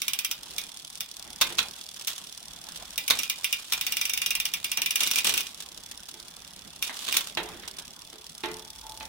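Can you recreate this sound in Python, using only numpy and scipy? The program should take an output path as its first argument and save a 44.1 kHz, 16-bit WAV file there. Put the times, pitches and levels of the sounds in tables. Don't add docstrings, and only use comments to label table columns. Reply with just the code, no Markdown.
import sys
import numpy as np
from scipy import signal
from scipy.fft import rfft, irfft
from scipy.io import wavfile
from scipy.ndimage import uniform_filter1d

SR = 44100
rng = np.random.default_rng(int(sys.argv[2]) if len(sys.argv) > 2 else 0)


def store_pcm(level_fs):
    pcm = np.round(np.clip(level_fs, -1, 1) * 32767).astype(np.int16)
    wavfile.write(sys.argv[1], SR, np.atleast_2d(pcm).T)


N = 400428
TIME = np.arange(N) / SR
AGE = TIME[:SR // 5]

# (time [s], strength [dB])
TOOTH_CLICKS = [(0.018, -18), (0.0807, -15.5), (.1337, -17), (0.189, -16.5), (.2478, -16), (0.3122, -17),
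                (0.582, -18.5), (1.0059, -20.5), (2.9784, -17), (3.0791, -16.5), (3.1893, -18),
                (3.2328, -20.5), (3.2977, -15), (3.4438, -15.5), (3.5268, -15.5), (3.7337, -16),
                (3.811, -18.5), (3.8662, -16.5), (3.922, -17), (3.9687, -17), (4.0129, -15.5),
                (4.053, -17.5), (4.0952, -18), (4.135, -17), (4.1747, -18), (4.2173, -17), (4.261, -15.5),
                (4.3064, -15.5), (4.352, -16.5), (4.4, -16.5), (4.4536, -16.5), (4.537, -17.5),
                (4.6439, -17.5), (4.7162, -17.5), (4.7723, -16.5), (4.8182, -15.5), (4.8599, -16.5),
                (4.907, -16.5), (4.9571, -13.5), (5.0059, -16), (5.033, -16), (5.0728, -17.5),
                (5.1122, -16), (5.1578, -15), (5.1856, -15), (5.245, -16), (5.269, -18), (5.2932, -18.5),
                (5.339, -16.5), (5.3766, -15), (5.406, -20.5), (6.825, -17.5), (7.1248, -17.5)]
# (time [s], level [dB])
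RING_LEVEL = [(1, -14), (3, -10.5)]
# (time [s], clank [dB], crack [dB], how long links keep landing [s])
CHAIN_DROPS = [(1.411, -16.5, -15, .0095), (1.583, -18.5, -39, .0077), (2.071, -32, -19.5, 0.011),
               (3.1, -15, -15, 0.01), (3.721, -26.5, -19.5, .006), (7.078, -27, -37, 0.01),
               (7.14, -26.5, -24, 0.0086), (7.166, -22.5, -12.5, 0.0054)]
# (time [s], speed [links/s])
CHAIN_SPEED = [(0.0, 35.91), (0.61, 38.77), (1.44, 36.24), (1.89, 39.41), (2.09, 35.72), (2.39, 37.82),
               (4.02, 37.41), (5.65, 34.7), (6.32, 36.21), (6.77, 34.53), (7.22, 36.42), (7.73, 35.73),
               (8.31, 36.33), (9.08, 37.39)]
# (time [s], level [dB])
TICK_LEVEL = [(0.5, -43), (2.6, -44.5), (6.3, -46.5), (9, -44.5)]
# (start [s], end [s])
BETWEEN_GEARS = [(0, 0.41), (3.75, 5.42)]
# (time [s], strength [dB])
LINK_SNAPS = [(1.963, -30.5), (2.011, -26), (2.18, -23.5), (2.244, -33), (2.267, -43), (2.687, -24),
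              (2.7588, -26), (5.468, -21.5), (5.603, -23.5), (5.775, -29.5), (5.623, -28.5), (5.913, -21),
              (6.086, -27), (6.764, -40), (7.271, -21.5), (7.431, -27.5), (7.488, -32), (7.677, -23),
              (7.785, -24), (7.797, -28)]
# (start [s], length [s], level [dB])
SIDE_SCRAPES = [(1.422, 0.084, -36), (3.138, 0.071, -35), (4.99, 0.2, -30.5), (5.244, 0.054, -25),
                (5.32, 0.085, -35.5), (6.816, .065, -38.5), (6.933, 0.27, -37.5), (7.28, 0.055, -45)]
# (time [s], level [dB])
RUB_LEVEL = [(0, -43.5), (1.3, -57), (1.8, -48), (2.4, -53.5), (3.3, -44), (5.3, -44.5), (5.8, -54),
             (9, -59)]
# (time [s], level [dB])
RUMBLE_LEVEL = [(0, -63.5), (4.2, -61), (6.5, -62.5), (8.3, -62), (9.08, -49)]
# (time [s], blow [dB], low ring [dB], upper ring [dB])
FRAME_KNOCKS = [(1.502, -40.5, -48.5, -58), (4.775, -36.5, -59, -70), (5.288, -34.5, -45, -60),
                (6.139, -53, -56, -63), (6.195, -57, -60, -79), (6.895, -36.5, -69, -54),
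                (7.371, -26, -35.5, -43), (7.535, -47, -48, -63), (7.632, -43.5, -56, -73),
                (8.127, -50.5, -52.5, -70), (8.436, -31, -36, -38), (8.485, -45, -46, -42),
                (9.007, -40, -69, -49.5)]
# (start [s], length [s], level [dB])
FRAME_SINGING = [(8.47, 0.25, -65), (8.825, 0.042, -48.5), (8.98, .1, -61.5)]

SPROCKET_TONES = [(2012, -18, .16), (2198, -12, .11), (2375, -4, .06), (2452, 0, .09), (2735, -2, .06),
                  (2808, -1, .07), (2910, -4, .045), (3230, -7, .05), (3560, -6, .07), (3760, -5, .05),
                  (4565, -20, .16), (4922, -13, .2), (5720, 0, .04), (9205, -4, .045)]
STACK_TONES = [(913, -23, 0.049), (1037, -20.5, 0.039), (1370, -44, 0.056), (2125, -11, 0.044),
               (2740, -25, 0.089), (2640, -16, 0.086), (3660, -12, 0.038), (3645, 6, 0.015),
               (3620, -4, 0.012), (3960, -17, 0.02), (6040, -10, 0.033)]
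CAGE_TONES = [(3220, -19, 0.014), (3426, 3, 0.042), (3580, -8, 0.049), (3740, -39, .04), (5100, -10, .02),
              (9000, -15, .02)]
FRAME_TONES = [(175, -12, .2), (356, -1, .21), (436, -7, .42), (624, -13, .3), (886, 0, .5), (958, -9, .3),
               (1227, -10, .35), (1324, -8, .2), (1408, -8, .2), (1780, -5, .24), (2014, -3, .24),
               (2320, -9, .2), (2460, -4, .15), (2740, -11, .25)]

# (frequency [Hz], relative level [dB])
CRACK_COLOUR = [(300, -40), (1500, -10.5), (2400, 3), (3700, 6), (4400, -3), (5800, 8.5), (6800, -1.5),
                (8600, 2), (9200, 4), (10200, 0.5), (12000, -1.5), (14000, 3), (15500, 2), (17000, 10.5)]
THUD_COLOUR = [(40, -29), (110, -17), (175, 4), (270, 1.5), (400, -18), (580, -16), (1000, 11), (1500, 14),
               (2500, -21), (8000, -42)]
CLANK_COLOUR = [(200, -26.5), (800, -19.5), (1100, -14), (1700, -19), (2500, -6.5), (3050, -12),
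                (3600, -3.5), (4400, -10.5), (5300, -15.5), (6500, -14.5), (9000, -24), (16000, -24)]
TICK_COLOUR = [(300, -21), (1500, -19), (2700, -5), (3500, -0.5), (4300, 0.5), (5600, 4.5), (7000, -3),
               (8300, -2), (9600, 0.5), (11500, -8.5), (16000, -10)]
SCRAPE_COLOUR = [(100, -15), (250, -3.5), (500, -7.5), (1200, 0), (2200, -1.5), (2800, 6), (3500, 8.5),
                 (4500, 3.5), (6000, 3), (8000, 2), (10000, -1), (12000, -4.5), (16000, -8.5)]
SHOP_COLOUR = [(12, -35), (20, 4), (60, 0), (116, -7.5), (158, 9), (459, -1), (802, 4), (1910, -2.5),
               (3160, -3), (3440, -4.5), (4060, -7.5), (5530, -29), (6360, -29), (9140, -26.5),
               (16000, -35)]
RUMBLE_COLOUR = [(15, -29), (35, -25), (52, -5), (68, -12.5), (95, -14), (200, -26), (600, -32.5)]
BLOW_COLOUR = [(60, -27), (130, -21), (220, 0), (400, -4), (650, -2), (1000, -0.5), (1400, -1.5), (2100, 2),
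               (3000, 0.5), (3800, 1), (5000, -10.5), (8000, -17), (16000, -25)]

# (frequency [Hz], t60 [s])
ECHO_FADE = [(150, 0.47), (1000, 0.24), (3000, 0.19), (8000, 0.078), (16000, 0.15)]
# (frequency [Hz], likeness [0 to 1])
MIC_LIKENESS = [(100, 0.82), (300, 0.7), (600, 0.58), (1200, 0.46), (2400, 0.11), (8000, 0)]
# (frequency [Hz], left minus right [dB])
MIC_BALANCE = [(60, -2), (200, -5), (400, -4.5), (1300, -1), (2400, -3.5), (4400, -6), (6200, -1.5),
               (8100, 2.5), (10500, 1.5), (12500, 3), (15000, -0.5)]


def gain_of(db):
    return 10 ** (np.asarray(db) / 20)


def evened(x):
    return x / np.sqrt(np.mean(x ** 2) + 1e-20)


def at_pitch(table, hz):
    row_hz, value = np.transpose(table)
    return np.interp(np.log(hz + 1), np.log(row_hz + 1), value)


def at_time(table, s):
    return np.interp(s, *np.transpose(table))


def add(mix, s, sound):
    part = mix[:, max(round(s * SR), 0):][:, :sound.shape[1]]
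    part += sound[:, :part.shape[1]]


def tint(x, colour, size=4096):
    log_gain = np.log(gain_of(at_pitch(colour, abs(np.fft.fftfreq(size, 1 / SR)))))
    response = np.exp(np.conj(signal.hilbert(log_gain)))
    taps = np.fft.ifft(response).real[:size // 2]
    return signal.oaconvolve(x, taps[None] / np.linalg.norm(taps), axes=1)[:, :x.shape[1]]


def chatter(t60, hold=0, grain=0.48, rise=0.00029):
    lumps = np.exp(grain * np.repeat(rng.standard_normal(len(AGE)), 30)[:len(AGE)])
    swell = (1 - np.exp(-AGE / rise)) * gain_of(-60 * np.maximum(AGE - hold, 0) / t60)
    burst = rng.standard_normal((2, len(AGE))) * lumps * swell
    return burst / np.sqrt(np.sum(burst ** 2) / (2 * SR / 100) + 1e-20)


def ring(tones, t, scatter_db, detune, blur_hz):
    hz, db, t60 = np.transpose(tones)[:, :, None]
    strength, shift = rng.standard_normal((2, len(tones), 1))
    drift = np.cumsum(rng.standard_normal((len(tones), len(t))), 1) * np.sqrt(2 * np.pi * blur_hz / SR)
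    fade = gain_of(db + scatter_db * strength - 60 * t / t60)
    cycles = hz * (1 + detune * shift) * t + rng.random((2, len(tones), 1))
    return fade * np.cos(2 * np.pi * cycles + drift) * (1 - np.exp(-t / 0.0014))


def sprockets(climb_s=0.0045, climb_db=-20):
    crack, rings, thud, clank = np.zeros((4, 2, N))
    for s, db in TOOTH_CLICKS:
        add(crack, s - climb_s, gain_of(db + climb_db) * chatter(t60=0.044, rise=0.0082))
        strike = gain_of(-7) * chatter(t60=0.016, grain=0.3, rise=0.0003)
        rattle = gain_of(-5) * chatter(t60=0.036, grain=0.053)
        add(crack, s, gain_of(db) * (strike + rattle))
        sprocket = ring(SPROCKET_TONES, AGE, scatter_db=3, detune=0.003, blur_hz=14).sum(1)
        add(rings, s, gain_of(db + at_time(RING_LEVEL, s)) * sprocket)
        add(thud, s, gain_of(db - 32.5) * chatter(t60=0.051))
    for s, clank_db, crack_db, hold in CHAIN_DROPS:
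        add(clank, s - 2 * climb_s, gain_of(clank_db + climb_db) * chatter(t60=0.086, rise=0.0099))
        add(clank, s, gain_of(clank_db) * chatter(t60=0.03, hold=hold, grain=0.7, rise=0.0015))
        add(crack, s, gain_of(crack_db) * chatter(t60=0.032, hold=hold, grain=0.3, rise=0.0008))
        stack = ring(STACK_TONES, AGE, scatter_db=1.5, detune=0.005, blur_hz=25).sum(1)
        add(rings, s + hold / 2, gain_of(clank_db) * stack)
        add(thud, s, gain_of(clank_db - 15) * chatter(t60=0.05, hold=hold, rise=0.0045))
    return tint(crack, CRACK_COLOUR) + rings + tint(thud, THUD_COLOUR) + tint(clank, CLANK_COLOUR)


def links_passed():
    return np.cumsum(at_time(CHAIN_SPEED, TIME)) / SR


def running_chain(lead_s=0.0017, jitter_s=0.0011, uneven_db=5, between_gears_db=-18):
    ticks, cage, snaps = np.zeros((3, 2, N))
    landings = TIME[1:][np.diff(np.floor(links_passed())) > 0] - lead_s
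    for s, luck in zip(landings, rng.standard_normal((len(landings), 6))):
        riding_up = any(start < s < end for start, end in BETWEEN_GEARS)
        db = at_time(TICK_LEVEL, s) + between_gears_db * riding_up
        s = s + jitter_s * luck[0]
        land = gain_of(db + uneven_db * np.tanh(luck[1])) * chatter(t60=0.018, grain=0.3, rise=0.0004)
        touch = gain_of(db - 8 + 3 * luck[3]) * chatter(t60=0.02, grain=0.3)
        bounce = gain_of(db - 10 + 3 * luck[5]) * chatter(t60=0.02, grain=0.3)
        add(ticks, s - 0.0046 + 0.0015 * luck[2], touch)
        add(ticks, s, land)
        add(ticks, s + 0.0073 + 0.002 * luck[4], bounce)
        ping = ring(CAGE_TONES, AGE, scatter_db=1.5, detune=0.005, blur_hz=50).sum(1)
        add(cage, s, gain_of(db - 1) * ping)
    for s, db in LINK_SNAPS:
        snap = chatter(t60=0.043, grain=0.42, rise=0.00024)
        add(snaps, s, gain_of(db) * snap / abs(snap).max())
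    graze = 1.07 * tint(snaps, SCRAPE_COLOUR)
    return tint(ticks + 0.36 * snaps, TICK_COLOUR) + cage + graze


def swells(rows, rise, t60):
    power = np.zeros(N)
    for start, length, db in rows:
        first = max(round(start * SR), 0)
        age = TIME[:N - first][:round((length + t60) * SR)]
        fade = gain_of(db - 60 * np.maximum(age - length, 0) / t60)
        power[first:first + len(age)] += (np.minimum(age / rise, 1) * fade) ** 2
    return np.sqrt(power)


def scraping(grains_per_s=260, grain_s=0.0017, smooth_rub=0.4, settle_s=0.032, settle_db=-37.5):
    pressed = swells(SIDE_SCRAPES, rise=0.0067, t60=0.17)
    settling = swells([(s, settle_s, settle_db) for s, *_ in CHAIN_DROPS], rise=0.0067, t60=0.42)
    level = np.sqrt(pressed ** 2 + settling ** 2 + gain_of(at_time(RUB_LEVEL, TIME)) ** 2)
    grains = rng.rayleigh(1, N) * (rng.random(N) < grains_per_s / SR)
    grain_power = signal.lfilter([1], [1, -np.exp(-1 / (grain_s * SR))], grains ** 2)
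    link_pulse = gain_of(np.cos(2 * np.pi * links_passed()))
    grit = (evened(np.sqrt(grain_power)) + smooth_rub) * link_pulse * rng.standard_normal((2, N))
    return tint(evened(grit) * level, SCRAPE_COLOUR)


def patchy(x, depth_db, frames=9, bands=5):
    spectra = signal.stft(x, nperseg=512, noverlap=384)[2]
    patches = uniform_filter1d(rng.standard_normal(spectra.shape[1:]), bands, 0)
    patches = evened(uniform_filter1d(patches, frames, 1))
    return signal.istft(spectra * gain_of(depth_db * patches), nperseg=512, noverlap=384)[1][:, :N]


def waver(slow_hz=0.54, fast_hz=5, count=16):
    hz, s = np.geomspace(slow_hz, fast_hz, count)[:, None], TIME[::SR // 100]
    waves = np.sin(2 * np.pi * (hz * s + rng.random((count, 1)))) / np.sqrt(hz)
    return np.interp(TIME, s, evened(waves.sum(0)))


def shop(waver_db=2.2):
    air, shake = rng.standard_normal((2, 2, N))
    jolts = [(s, 0, db - 35) for s, db, *_ in CHAIN_DROPS]
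    jolts += [(s, 0, db - 18.5) for s, db, *_ in FRAME_KNOCKS]
    jolts += [(s, length, db - 30) for s, length, db in SIDE_SCRAPES]
    jolted = swells(jolts, rise=0.012, t60=1.74)
    whirr = patchy(tint(air, SHOP_COLOUR), depth_db=3.5) * np.hypot(gain_of(-58), jolted)
    shaking = np.hypot(gain_of(at_time(RUMBLE_LEVEL, TIME)), gain_of(-7) * jolted)
    rumble = tint(shake, RUMBLE_COLOUR, size=16384) * shaking
    return (whirr + rumble) * gain_of(waver_db * waver())


def frame_knocks(split_hz=750, sing_hz=880, sing_blur_hz=45):
    blows, rings = np.zeros((2, 2, N))
    is_low = np.transpose(FRAME_TONES)[0][:, None] < split_hz
    for s, blow_db, low_db, upper_db in FRAME_KNOCKS:
        add(blows, s, gain_of(blow_db) * chatter(t60=0.034, grain=0.8))
        tones = ring(FRAME_TONES, TIME[:SR * 2 // 3], scatter_db=1, detune=0.0007, blur_hz=2)[0]
        tubes = (gain_of(np.where(is_low, low_db, upper_db)) * tones).sum(0)
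        add(rings, s, tubes * gain_of([[-1], [-5]]))
    drift = np.cumsum(rng.standard_normal(N)) * np.sqrt(2 * np.pi * sing_blur_hz / SR)
    tone = evened(np.sin(2 * np.pi * sing_hz * TIME + drift))
    singing = tone * swells(FRAME_SINGING, rise=0.018, t60=0.64)
    return tint(blows, BLOW_COLOUR) + rings + singing * gain_of([[0], [-6]])


def room_echoes(x, gap_s=0.0039, slot_size=20):
    taps = np.zeros((2, SR // 2))
    slots = np.arange(0, SR // 2 - slot_size, slot_size)
    delays = slots + rng.integers(0, slot_size, (2, len(slots)))
    np.put_along_axis(taps, delays, rng.choice([-1., 1.], delays.shape) * (delays > gap_s * SR), 1)
    hz, t, spectra = signal.stft(taps, SR, nperseg=256)
    fade = gain_of(-60 * t / at_pitch(ECHO_FADE, hz)[:, None])
    tail = signal.istft(spectra * fade, SR, nperseg=256)[1]
    return signal.fftconvolve(x, tail / np.linalg.norm(tail[0]), axes=1)[:, :N]


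def scene():
    chain, teeth, frame = running_chain() + scraping(), sprockets(), frame_knocks()
    echoes = room_echoes(gain_of(-13.5) * chain + gain_of(-6) * teeth + gain_of(-0.5) * frame)
    return chain + teeth + frame + echoes + shop()


def record(dry, top_hz=15950):
    hz = np.fft.rfftfreq(N, 1 / SR)
    left, other = rfft(dry)
    likeness, lean_db = at_pitch(MIC_LIKENESS, hz), at_pitch(MIC_BALANCE, hz) / 2
    right = likeness * left + np.sqrt(1 - likeness ** 2) * other
    pair = irfft(np.array([left * gain_of(lean_db), right * gain_of(-lean_db)]), N)
    low_pass = signal.firwin(401, top_hz, window=("kaiser", 8), fs=SR)
    return signal.oaconvolve(pair, low_pass[None], "same")


dry = scene()
out = record(dry)
store_pcm(out)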